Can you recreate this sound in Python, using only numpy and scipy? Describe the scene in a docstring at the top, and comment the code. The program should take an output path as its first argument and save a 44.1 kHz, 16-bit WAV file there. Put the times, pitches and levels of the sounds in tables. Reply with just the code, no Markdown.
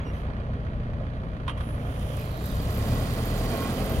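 """Open field: a tractor's four-cylinder diesel idles beside a bale wrapper, its frame knocking dully.
A hydraulic valve clacks open, oil hisses, and the engine sags under the load, then revs up.
The turntable rumbles and whirs, its steel singing as it rubs; the bale swings round with a swish.
Stretch film peels off its roll in tiny snaps: a crackling hiss with short, high zips."""
import sys
import numpy as np
from scipy.fft import rfft, irfft, next_fast_len
from scipy.io import wavfile
from scipy.ndimage import map_coordinates

SR = 44100
rng = np.random.default_rng(int(sys.argv[2]) if len(sys.argv) > 2 else 0)


def inscribe(sig):
    """Save sig as 16-bit PCM at rate SR to the path in sys.argv[1].

    A 1-D sig is mono; a 2-D sig holds one channel per row.
    Samples are clipped to [-1, 1] before scaling.
    """
    pcm = np.round(np.clip(np.atleast_2d(sig).T, -1, 1) * 32767)
    wavfile.write(sys.argv[1], SR, pcm.astype(np.int16))


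N = 176400

# engine speed (time [s], firing rate [Hz])
FIRING_HZ = [(0, 30), (1.5, 30), (1.75, 27.7), (2.09, 28), (2.51, 31.3), (2.75, 34), (2.92, 37.7),
             (3.03, 39.5), (3.5, 40), (3.71, 41.1), (3.85, 42.7), (4, 46)]
# exhaust partials (multiple of the four-firing cycle, idle [dB], working [dB], unevenness [dB])
EXHAUST_ORDERS = [(4, -44.5, -32, 2), (5, -58, -54, -2), (7, -46, -40.5, 2.5), (8, -37, -33.5, 2.2),
                  (9, -48.5, -46, 1.5), (10, -46, -44.5, 0.5), (11, -45, -44, 1.5), (12, -38.5, -32.5, 1.4),
                  (13, -42, -42, 2), (16, -37.5, -42.5, 1.5), (20, -41.5, -48, 1), (23, -47.5, -43, 1),
                  (28, -50, -48.5, 2), (29, -49.5, -58, 1)]

# envelopes (time [s], level [dB])
EXHAUST_DB = [(0, 1.5), (1.0, 2.5), (1.35, -0.5), (1.8, 4), (2.5, 1.5), (2.75, 5.5), (2.92, 7), (3.1, 2),
              (3.45, 2), (3.7, -0.5), (4, -4.5)]
BLOCK_BOOM_DB = [(0, -41), (1.5, -38.5), (2.4, -38), (3.0, -36), (4, -39)]
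DIESEL_KNOCK_DB = [(0, -45), (.25, -45), (.7, -47), (1.45, -46.5), (1.8, -45), (2.5, -45), (3.0, -42.5),
                   (4, -45)]
TABLE_RUMBLE_DB = [(0, -43), (1.55, -52), (1.8, -44), (2.4, -42.5), (2.85, -36), (3.2, -35.5), (3.62, -32),
                   (3.76, -33.5), (3.88, -31.5), (4, -31)]
CHASSIS_SHUDDER_DB = [(0, -42), (.3, -37), (.5, -41.5), (.8, -35.5), (1.3, -39.5), (1.55, -40), (1.8, -44),
                      (2.1, -43), (2.3, -42), (2.6, -35.5), (2.9, -39), (3.15, -41), (3.7, -38),
                      (3.88, -33), (4, -22)]
DRIVE_WHIR_DB = [(0, -100), (2.3, -65), (2.85, -46), (3.25, -47), (3.48, -50), (3.55, -44), (3.6, -41.5),
                 (3.65, -42), (3.72, -49), (4, -50)]
STEEL_RUB_DB = [(0, -120), (2.1, -85), (2.7, -70), (2.85, -56), (3.1, -57), (3.3, -60), (3.49, -55),
                (3.55, -44), (3.6, -48), (3.65, -41.5), (3.72, -59), (4, -59)]
FILM_PEEL_DB = [(0, -110), (1.7, -73), (2.1, -60), (2.2, -53), (2.35, -56), (2.47, -46.5), (2.6, -48),
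                (2.85, -43.5), (3.25, -43.5), (3.6, -41.5), (3.77, -43.5), (4, -45)]
OIL_HISS_DB = [(0, -79), (.1, -71), (.13, -62), (.22, -63), (.33, -87), (1.55, -74), (1.59, -59.5),
               (1.8, -58.5), (2.0, -50), (2.2, -51), (2.45, -57.5), (2.8, -52.5), (4, -46.5)]

# spectra (frequency [Hz], left [dB], right [dB])
BLOCK_BOOM_EQ = [(20, -100, -122), (48.6, -80, -77), (118, -56, -51.5), (168, -57.5, -54), (221, -54, -54),
                 (390, -68.5, -63.5), (500, -62.5, -63.5), (608, -62, -58), (773, -73, -69),
                 (1620, -105, -105), (4000, -150, -150)]
DIESEL_KNOCK_EQ = [(99, -110, -110), (520, -75, -89.5), (970, -84, -74.5), (1110, -78.5, -74.5),
                   (1760, -82.5, -79), (2150, -93, -85), (3080, -98, -88.5), (4760, -102, -98),
                   (5300, -119, -107), (6700, -122, -106), (7800, -123, -119), (8950, -114, -112),
                   (9800, -117, -110), (12300, -127, -125), (14900, -141, -141)]
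TABLE_RUMBLE_EQ = [(20, -77, -101), (48.8, -61, -68.5), (153, -63, -60.5), (208.5, -50.5, -49.5),
                   (350, -61.5, -60.5), (435, -57, -55.5), (650, -62, -59), (826, -71, -65.5),
                   (1480, -74.5, -71), (1740, -77, -77), (2600, -85, -72), (5030, -115, -115),
                   (10000, -140, -140)]
CHASSIS_SHUDDER_EQ = [(15, -23, -42), (30, -3, 1), (51, 6.5, -1), (78, -10, -10), (134, -6.5, -8),
                      (300, -49, -54), (1000, -91, -93)]
FILM_PEEL_EQ = [(300, -105, -105), (1340, -86, -70.5), (2500, -81.5, -82.5), (3380, -82, -75.5),
                (4300, -81.5, -72.5), (4800, -75.5, -84), (5400, -84, -80.5), (6870, -86.5, -80.5),
                (7520, -115, -75.5), (8200, -87.5, -99), (8570, -76, -77.5), (10400, -90.5, -84),
                (11400, -104, -84.5), (12200, -90, -83), (14500, -104, -85), (15700, -104, -81)]
FILM_TICK_EQ = [(1500, -30, -26), (4000, -12, 1), (7060, -8, -6), (10000, -5, 8), (13000, -9, -5),
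                (15500, -18, -9)]
VALVE_CLACK_EQ = [(300, -90, -87), (790, -77, -72), (1070, -57.5, -60), (1480, -77, -63.5),
                  (2140, -72, -70.5), (3200, -88, -64.5), (3900, -81, -75), (5000, -98, -87),
                  (8060, -105, -94), (9700, -88, -80.5), (11900, -110, -102), (15000, -113, -108)]
FRAME_THUD_EQ = [(150, -34, -29), (407, -12, -11), (590, -0.5, 1), (790, -21, -14), (1500, -32, -30),
                 (4000, -55, -50), (9000, -84, -80)]
OIL_HISS_EQ = [(500, -120, -120), (1970, -104, -91.5), (3250, -100, -80), (4100, -102, -96.5),
               (6600, -107, -93.5), (8100, -104, -103), (9040, -101, -91.5), (10400, -102, -90.5),
               (13000, -108, -95.5), (15500, -124, -100)]

# resonances of the drive and film roll (centre [Hz], width [Hz], level [dB])
DRIVE_MODES = [(420, 120, -1.5), (1071, 73, 1.5), (1420, 100, -10), (1970, 100, -3.5), (2440, 55, -10),
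               (3170, 130, -9)]
ROLL_MODES = [(3646, 30, 1), (4720, 260, 5), (5080, 160, -1), (7400, 110, -1), (8720, 130, -1),
              (12260, 70, 3), (12590, 150, -3), (13150, 200, -5), (13900, 80, -5)]
# valve body resonances (frequency [Hz], level [dB], t60 [s])
VALVE_MODES = [(893, -19, 0.42), (1066, 1.5, 0.15), (1194, -8.5, 0.43), (1940, -10, 0.095),
               (2455, -13, .12), (2910, -15.5, 0.34), (2810, -17, 0.33), (3171, -5.5, 0.15),
               (3655, -14, 0.12)]
# rubbing steel (frequency [Hz], level [dB])
STEEL_PARTIALS = [(1085, 3.5), (1373, -10), (1453, -6), (2008, -13), (2433, -5.5), (3160, -12)]

# valve blows (time [s], level [dB], noise t60 [s], ring offset [dB])
VALVE_CLACKS = [(1.4795, -27, .08, -1), (1.494, -34, .09, -2), (1.574, -38.5, .1, -12),
                (1.605, -36.5, .1, -12)]
# short impacts (time [s], level [dB], t60 [s])
FRAME_THUDS = [(.284, -30.5, 0.09), (.492, -33, .06), (.892, -32.5, 0.028), (1.007, -34, 0.14),
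               (1.225, -33, 0.021)]
FILM_TICKS = [(1.994, -43, .02), (2.168, -39.5, 0.029)]
# film tearing free (time [s], level [dB])
FILM_ZIPS = [(2.1679, -40), (2.1916, -38), (2.2128, -39), (2.233, -42), (2.255, -43), (2.3121, -41),
             (2.371, -40), (2.4199, -43), (2.4378, -39), (2.4564, -32), (2.464, -35), (2.5147, -37),
             (2.554, -40), (2.6194, -38), (2.7022, -37), (2.715, -37), (2.741, -37), (2.749, -34),
             (2.773, -34), (2.78, -35), (3.2555, -31), (3.2764, -37), (3.3772, -40), (3.573, -33),
             (3.606, -36), (3.628, -36), (3.7823, -37), (3.8017, -39), (3.84, -36), (3.8601, -33),
             (3.8955, -31), (3.9195, -33)]
# swinging bale (time [s], centre [Hz], level [dB])
BALE_SWISH = [(2.1, 4500, -85), (2.2, 4150, -63), (2.33, 4100, -57), (2.47, 3850, -54.5), (2.56, 3450, -55),
              (2.68, 2700, -62), (2.8, 2200, -75), (2.9, 2200, -100)]
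# faint squeaks (time [s], length [s], pitch [Hz], level [dB])
FAINT_SQUEAKS = [(.005, 0.039, 3340, -66), (0.045, 0.074, 2830, -58), (0.13, 0.052, 3060, -64),
                 (2.17, 0.077, 2500, -58)]
# likeness of left and right (frequency [Hz], coherence [0-1])
COHERENCE = [(200, 1), (400, 0.85), (600, 1), (900, 0.4), (1600, 0.82), (4000, .58), (9000, 0.33),
             (15000, 0)]

BASS_LEAD_MS, ENGINE_LEAD_MS, FILM_LEAD_MS = 0.085, 0.34, 0.15  # left ahead of right


def amp(db):
    """Decibels to gain."""
    return 10 ** (np.asarray(db) / 20)


def pan(left_db, right_db):
    """Stereo gain pair."""
    return amp([[left_db], [right_db]])


def unit(x):
    """Scale to rms 1."""
    return x / np.sqrt(np.mean(x ** 2) + 1e-30)


def along(table, hz, column=1):
    """Spectrum column, interpolated in log frequency."""
    rows = np.array(table, float)
    return np.interp(np.log(hz + 1), np.log(rows[:, 0] + 1), rows[:, column])


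def curve(rows):
    """Breakpoints to one value per sample."""
    return np.interp(np.arange(N) / SR, *np.transpose(rows))


def wobble(rate_hz):
    """Smooth random curve, rate_hz knots a second."""
    return map_coordinates(rng.standard_normal(N // 8), [np.arange(N) * rate_hz / SR + 4], mode="mirror")


def filtered(x, response):
    """Apply a frequency response."""
    size = next_fast_len(N + 8192)
    return irfft(rfft(x, size) * response(np.fft.rfftfreq(size, 1 / SR)), size)[..., :N]


def noise(response, lead_ms, envelope=1):
    """Modulated, filtered stereo noise: rms 1, partly coherent, left leading."""
    def mid_side(hz):
        angle = np.arccos(np.clip(along(COHERENCE, hz), 0, 1)) / 2
        return np.array([np.cos(angle), np.sin(angle)])

    mid, side = filtered(envelope * rng.standard_normal((2, N)), mid_side)
    lead = lambda hz: np.exp(1j * np.pi * hz * lead_ms / 1000 * np.array([[1], [-1]]))
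    return unit(filtered(np.array([mid + side, mid - side]), lambda hz: response(hz) * lead(hz)))


def colour(table, ripple_db=2, step_hz=64.86, corner_hz=270):
    """Stereo response of a spectrum, rippled above the bass by small steelwork resonances."""
    knots = rng.standard_normal((2, 1024))

    def response(hz):
        smooth_db = np.array([along(table, hz, column) for column in (1, 2)])
        ripple = np.array([map_coordinates(side, [hz / step_hz], mode="mirror") for side in knots])
        return amp(smooth_db + ripple_db * ripple * hz ** 2 / (hz ** 2 + corner_hz ** 2))
    return response


def resonances(modes):
    """Response of narrow peaks."""
    return lambda hz: sum(amp(db) / (1 + (2 * (hz - centre_hz) / width_hz) ** 2)
                          for centre_hz, width_hz, db in modes)


def strokes(beats, pattern_db, scatter_db, decay_beats, floor):
    """Envelope with one burst a beat, sized by a pattern and by chance."""
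    index = beats.astype(int)
    level_db = np.array(pattern_db)[index % len(pattern_db)]
    size = amp(level_db + scatter_db * rng.standard_normal(2048)[index])
    return unit(floor + size * np.exp(-(beats % 1) / decay_beats))


def blows(events, spectrum, lead_ms, attack_s):
    """Heavily damped impacts: bursts of coloured noise."""
    envelope = np.zeros(N)
    for start_s, db, t60_s, *_ in events:
        age_s = np.maximum(np.arange(N) / SR - start_s, 0)
        envelope += amp(db - 60 * age_s / t60_s) * (1 - np.exp(-age_s / attack_s))
    return envelope * noise(colour(spectrum), lead_ms)


def engine(idle_hz=30, work_hz=40, smear_cycles=2 / 3):
    """Exhaust partials, block boom and diesel knock, all locked to the crankshaft."""
    firing_hz = curve(FIRING_HZ)
    firings = np.cumsum(firing_hz) / SR
    work = np.clip((firing_hz - idle_hz) / (work_hz - idle_hz), 0, 1)
    exhaust = np.zeros(N)
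    for order, idle_db, work_db, uneven_db in EXHAUST_ORDERS:
        db = idle_db + (work_db - idle_db) * work + uneven_db * wobble(5)
        cycles = order * firings / 4 + smear_cycles * rng.random()  # the pipe shifts each partial
        exhaust += amp(db) * np.sin(2 * np.pi * cycles + 0.26 * wobble(8.8))
    pulses = strokes(2 * firings, [1, -2], scatter_db=-2.5, decay_beats=1, floor=0.74)
    boom = amp(curve(BLOCK_BOOM_DB)) * noise(colour(BLOCK_BOOM_EQ), BASS_LEAD_MS, pulses)
    raps = strokes(2 * firings, [2.5, -1, 1, -2, 2, -1, 0, -2], scatter_db=1.5, decay_beats=.5, floor=.45)
    knock = amp(curve(DIESEL_KNOCK_DB)) * noise(colour(DIESEL_KNOCK_EQ), ENGINE_LEAD_MS, raps)
    return amp(curve(EXHAUST_DB)) * exhaust + boom + knock


def turntable(flutter_db=2.3):
    """The loaded table rumbles and shakes the chassis; its drive whirs in narrow resonances."""
    rumble = noise(colour(TABLE_RUMBLE_EQ), BASS_LEAD_MS)
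    rumble *= amp(curve(TABLE_RUMBLE_DB) + 1.57 * wobble(70))
    shudder = noise(colour(CHASSIS_SHUDDER_EQ), BASS_LEAD_MS) * amp(curve(CHASSIS_SHUDDER_DB))
    whir = noise(resonances(DRIVE_MODES), BASS_LEAD_MS)
    whir *= amp(curve(DRIVE_WHIR_DB) + flutter_db * wobble(35))
    return rumble + shudder + whir * pan(-2.5, 2.5)


def valve(body_db=-6):
    """The valve slams over, bounces and settles; each blow rings its body."""
    ring, t = np.zeros(N), np.arange(SR // 4) / SR
    for start_s, db, _, ring_db in VALVE_CLACKS:
        for hz, mode_db, t60_s in VALVE_MODES:
            fade = amp(db + ring_db + body_db + mode_db - 60 * t / t60_s)
            phase = 2 * np.pi * hz * t + 0.65 * wobble(253)[:len(t)]
            ring[round(start_s * SR):][:len(t)] += fade * np.sin(phase)
    return ring * pan(-3, 3) + blows(VALVE_CLACKS, VALVE_CLACK_EQ, ENGINE_LEAD_MS, attack_s=0.001)


def film_peel(snap_db=2.6, ring_db=-9.5):
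    """Tacky film lets go in countless tiny snaps that ring the roll and rollers."""
    snaps = amp(snap_db * wobble(1500) + 0.43 * wobble(76))
    ring = amp(ring_db) * noise(resonances(ROLL_MODES), FILM_LEAD_MS, snaps) * pan(-4, 3)
    crackle = noise(colour(FILM_PEEL_EQ), FILM_LEAD_MS, snaps)
    return (crackle + ring) * amp(curve(FILM_PEEL_DB))


def zip_chirp(t, detune_hz=0, base_hz=12250, drop_hz=1500, fall_s=.002, rough_hz=2300, settle_s=.008):
    """One patch of film tears free: a rough chirp settling on a high note."""
    glide_hz = drop_hz * np.exp(-t / fall_s)
    jitter_hz = rough_hz * np.exp(-t / settle_s) * rng.standard_normal(len(t))
    hz = base_hz + detune_hz + glide_hz + jitter_hz
    attack = 1 - np.exp(-t / 0.00028)
    return attack * np.sin(2 * np.pi * np.cumsum(hz) / SR)


def film_zips(gain_db=-7, t60_s=.025, ring_db=-12, ring_t60_s=.13):
    """Large patches tear free: single zips with a ringing tail."""
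    out, t = np.zeros(N), np.arange(SR // 12) / SR
    fade = amp(-60 * t / t60_s) + amp(ring_db - 60 * t / ring_t60_s)
    for start_s, db in FILM_ZIPS:
        start = round(start_s * SR)
        out[start:start + len(t)] += (amp(db + gain_db) * fade * zip_chirp(t))[:N - start]
    return out * pan(-4, 5)


def film_sizzle(rate_hz=170, t60_s=.009, gain_db=-2, spread_db=16, spread_hz=1500):
    """Small patches tear free at random; their level follows the peeling."""
    out, t = np.zeros(N + SR), np.arange(t60_s * SR) / SR
    peel_db = curve(FILM_PEEL_DB)
    for when, size, pitch in rng.random((int(rate_hz * N / SR), 3)):
        start = int(when * N)
        db = peel_db[start] + gain_db + spread_db * (size - .5)
        out[start:][:len(t)] += amp(db - 60 * t / t60_s) * zip_chirp(t, spread_hz * (pitch - .5))
    return out[:N] * pan(-4, 5)


def film_ticks():
    """Film pulls taut with sharp ticks."""
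    return blows(FILM_TICKS, FILM_TICK_EQ, FILM_LEAD_MS, attack_s=0.0004)


def frame_thuds():
    """The shaking frame knocks dully."""
    return blows(FRAME_THUDS, FRAME_THUD_EQ, BASS_LEAD_MS, attack_s=0.0014)


def steel_rub(waver=.004, flutter_db=2):
    """Rubbing turntable steel sings in wavering partials, each swelling on its own."""
    song = np.zeros(N)
    for centre_hz, db in STEEL_PARTIALS:
        gain = amp(db + flutter_db * wobble(16))
        hz = centre_hz * (1 + waver * (wobble(25) + wobble(400)))
        song += gain * np.sin(2 * np.pi * np.cumsum(hz) / SR)
    return amp(curve(STEEL_RUB_DB)) * song * pan(-2.5, 2.5)


def oil_hiss(song_start_s=1.62, song_length_s=.15, song_hz=10170, width_hz=1100, song_db=-58):
    """Oil hisses through the valve; a thin band sings while the gap is still narrow."""
    progress = np.clip((np.arange(N) / SR - song_start_s) / song_length_s, 0, 1)
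    swell = np.abs(np.sin(np.pi * progress)) ** .5
    song = noise(resonances([(song_hz, width_hz, 0)]), ENGINE_LEAD_MS) * pan(-5, 3)
    hiss = noise(colour(OIL_HISS_EQ), ENGINE_LEAD_MS) * amp(curve(OIL_HISS_DB) + 0.94 * wobble(60))
    return amp(song_db) * swell * song + hiss


def bale_swish(half_width_hz=480):
    """A hollow band of hiss slides down as the bale swings round."""
    rows = np.array(BALE_SWISH)
    centre_hz, db = curve(rows[:, [0, 1]]), curve(rows[:, [0, 2]])
    band = noise(lambda hz: np.exp(-(hz / half_width_hz) ** 2), FILM_LEAD_MS)
    carrier = np.cos(2 * np.pi * np.cumsum(centre_hz) / SR)
    return amp(db) * unit(band * carrier) * pan(-2.5, 2.5)


def squeaks(sag=0.0191, waver=.022, harmonics_db=(5.5, -3.5, -17, -15)):
    """Faint, thin squeaks, sagging slightly in pitch."""
    out = np.zeros(N)
    for start_s, length_s, pitch_hz, db in FAINT_SQUEAKS:
        progress = np.clip((np.arange(N) / SR - start_s) / length_s, 0, 1)
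        hz = pitch_hz * (1 - sag * (progress - .5) + waver * wobble(700))
        phase = 2 * np.pi * np.cumsum(hz) / SR
        tone = sum(gain * np.sin(k * phase) for k, gain in enumerate(amp(harmonics_db), 1))
        out += amp(db) * np.abs(np.sin(np.pi * progress)) ** .5 * tone
    return out * pan(-3, 2)


def scene():
    """Tractor and wrapper in the open; no reflections."""
    impacts = frame_thuds() + film_ticks()
    machine = engine() + valve() + turntable() + steel_rub() + oil_hiss()
    wrapping = film_peel() + bale_swish() + film_zips() + film_sizzle()
    return machine + wrapping + impacts + squeaks()


def record(dry):
    """Brick-wall low-pass."""
    cutoff_hz = 15820
    return filtered(dry, lambda hz: hz < cutoff_hz)


dry = scene()
out = record(dry)
inscribe(out)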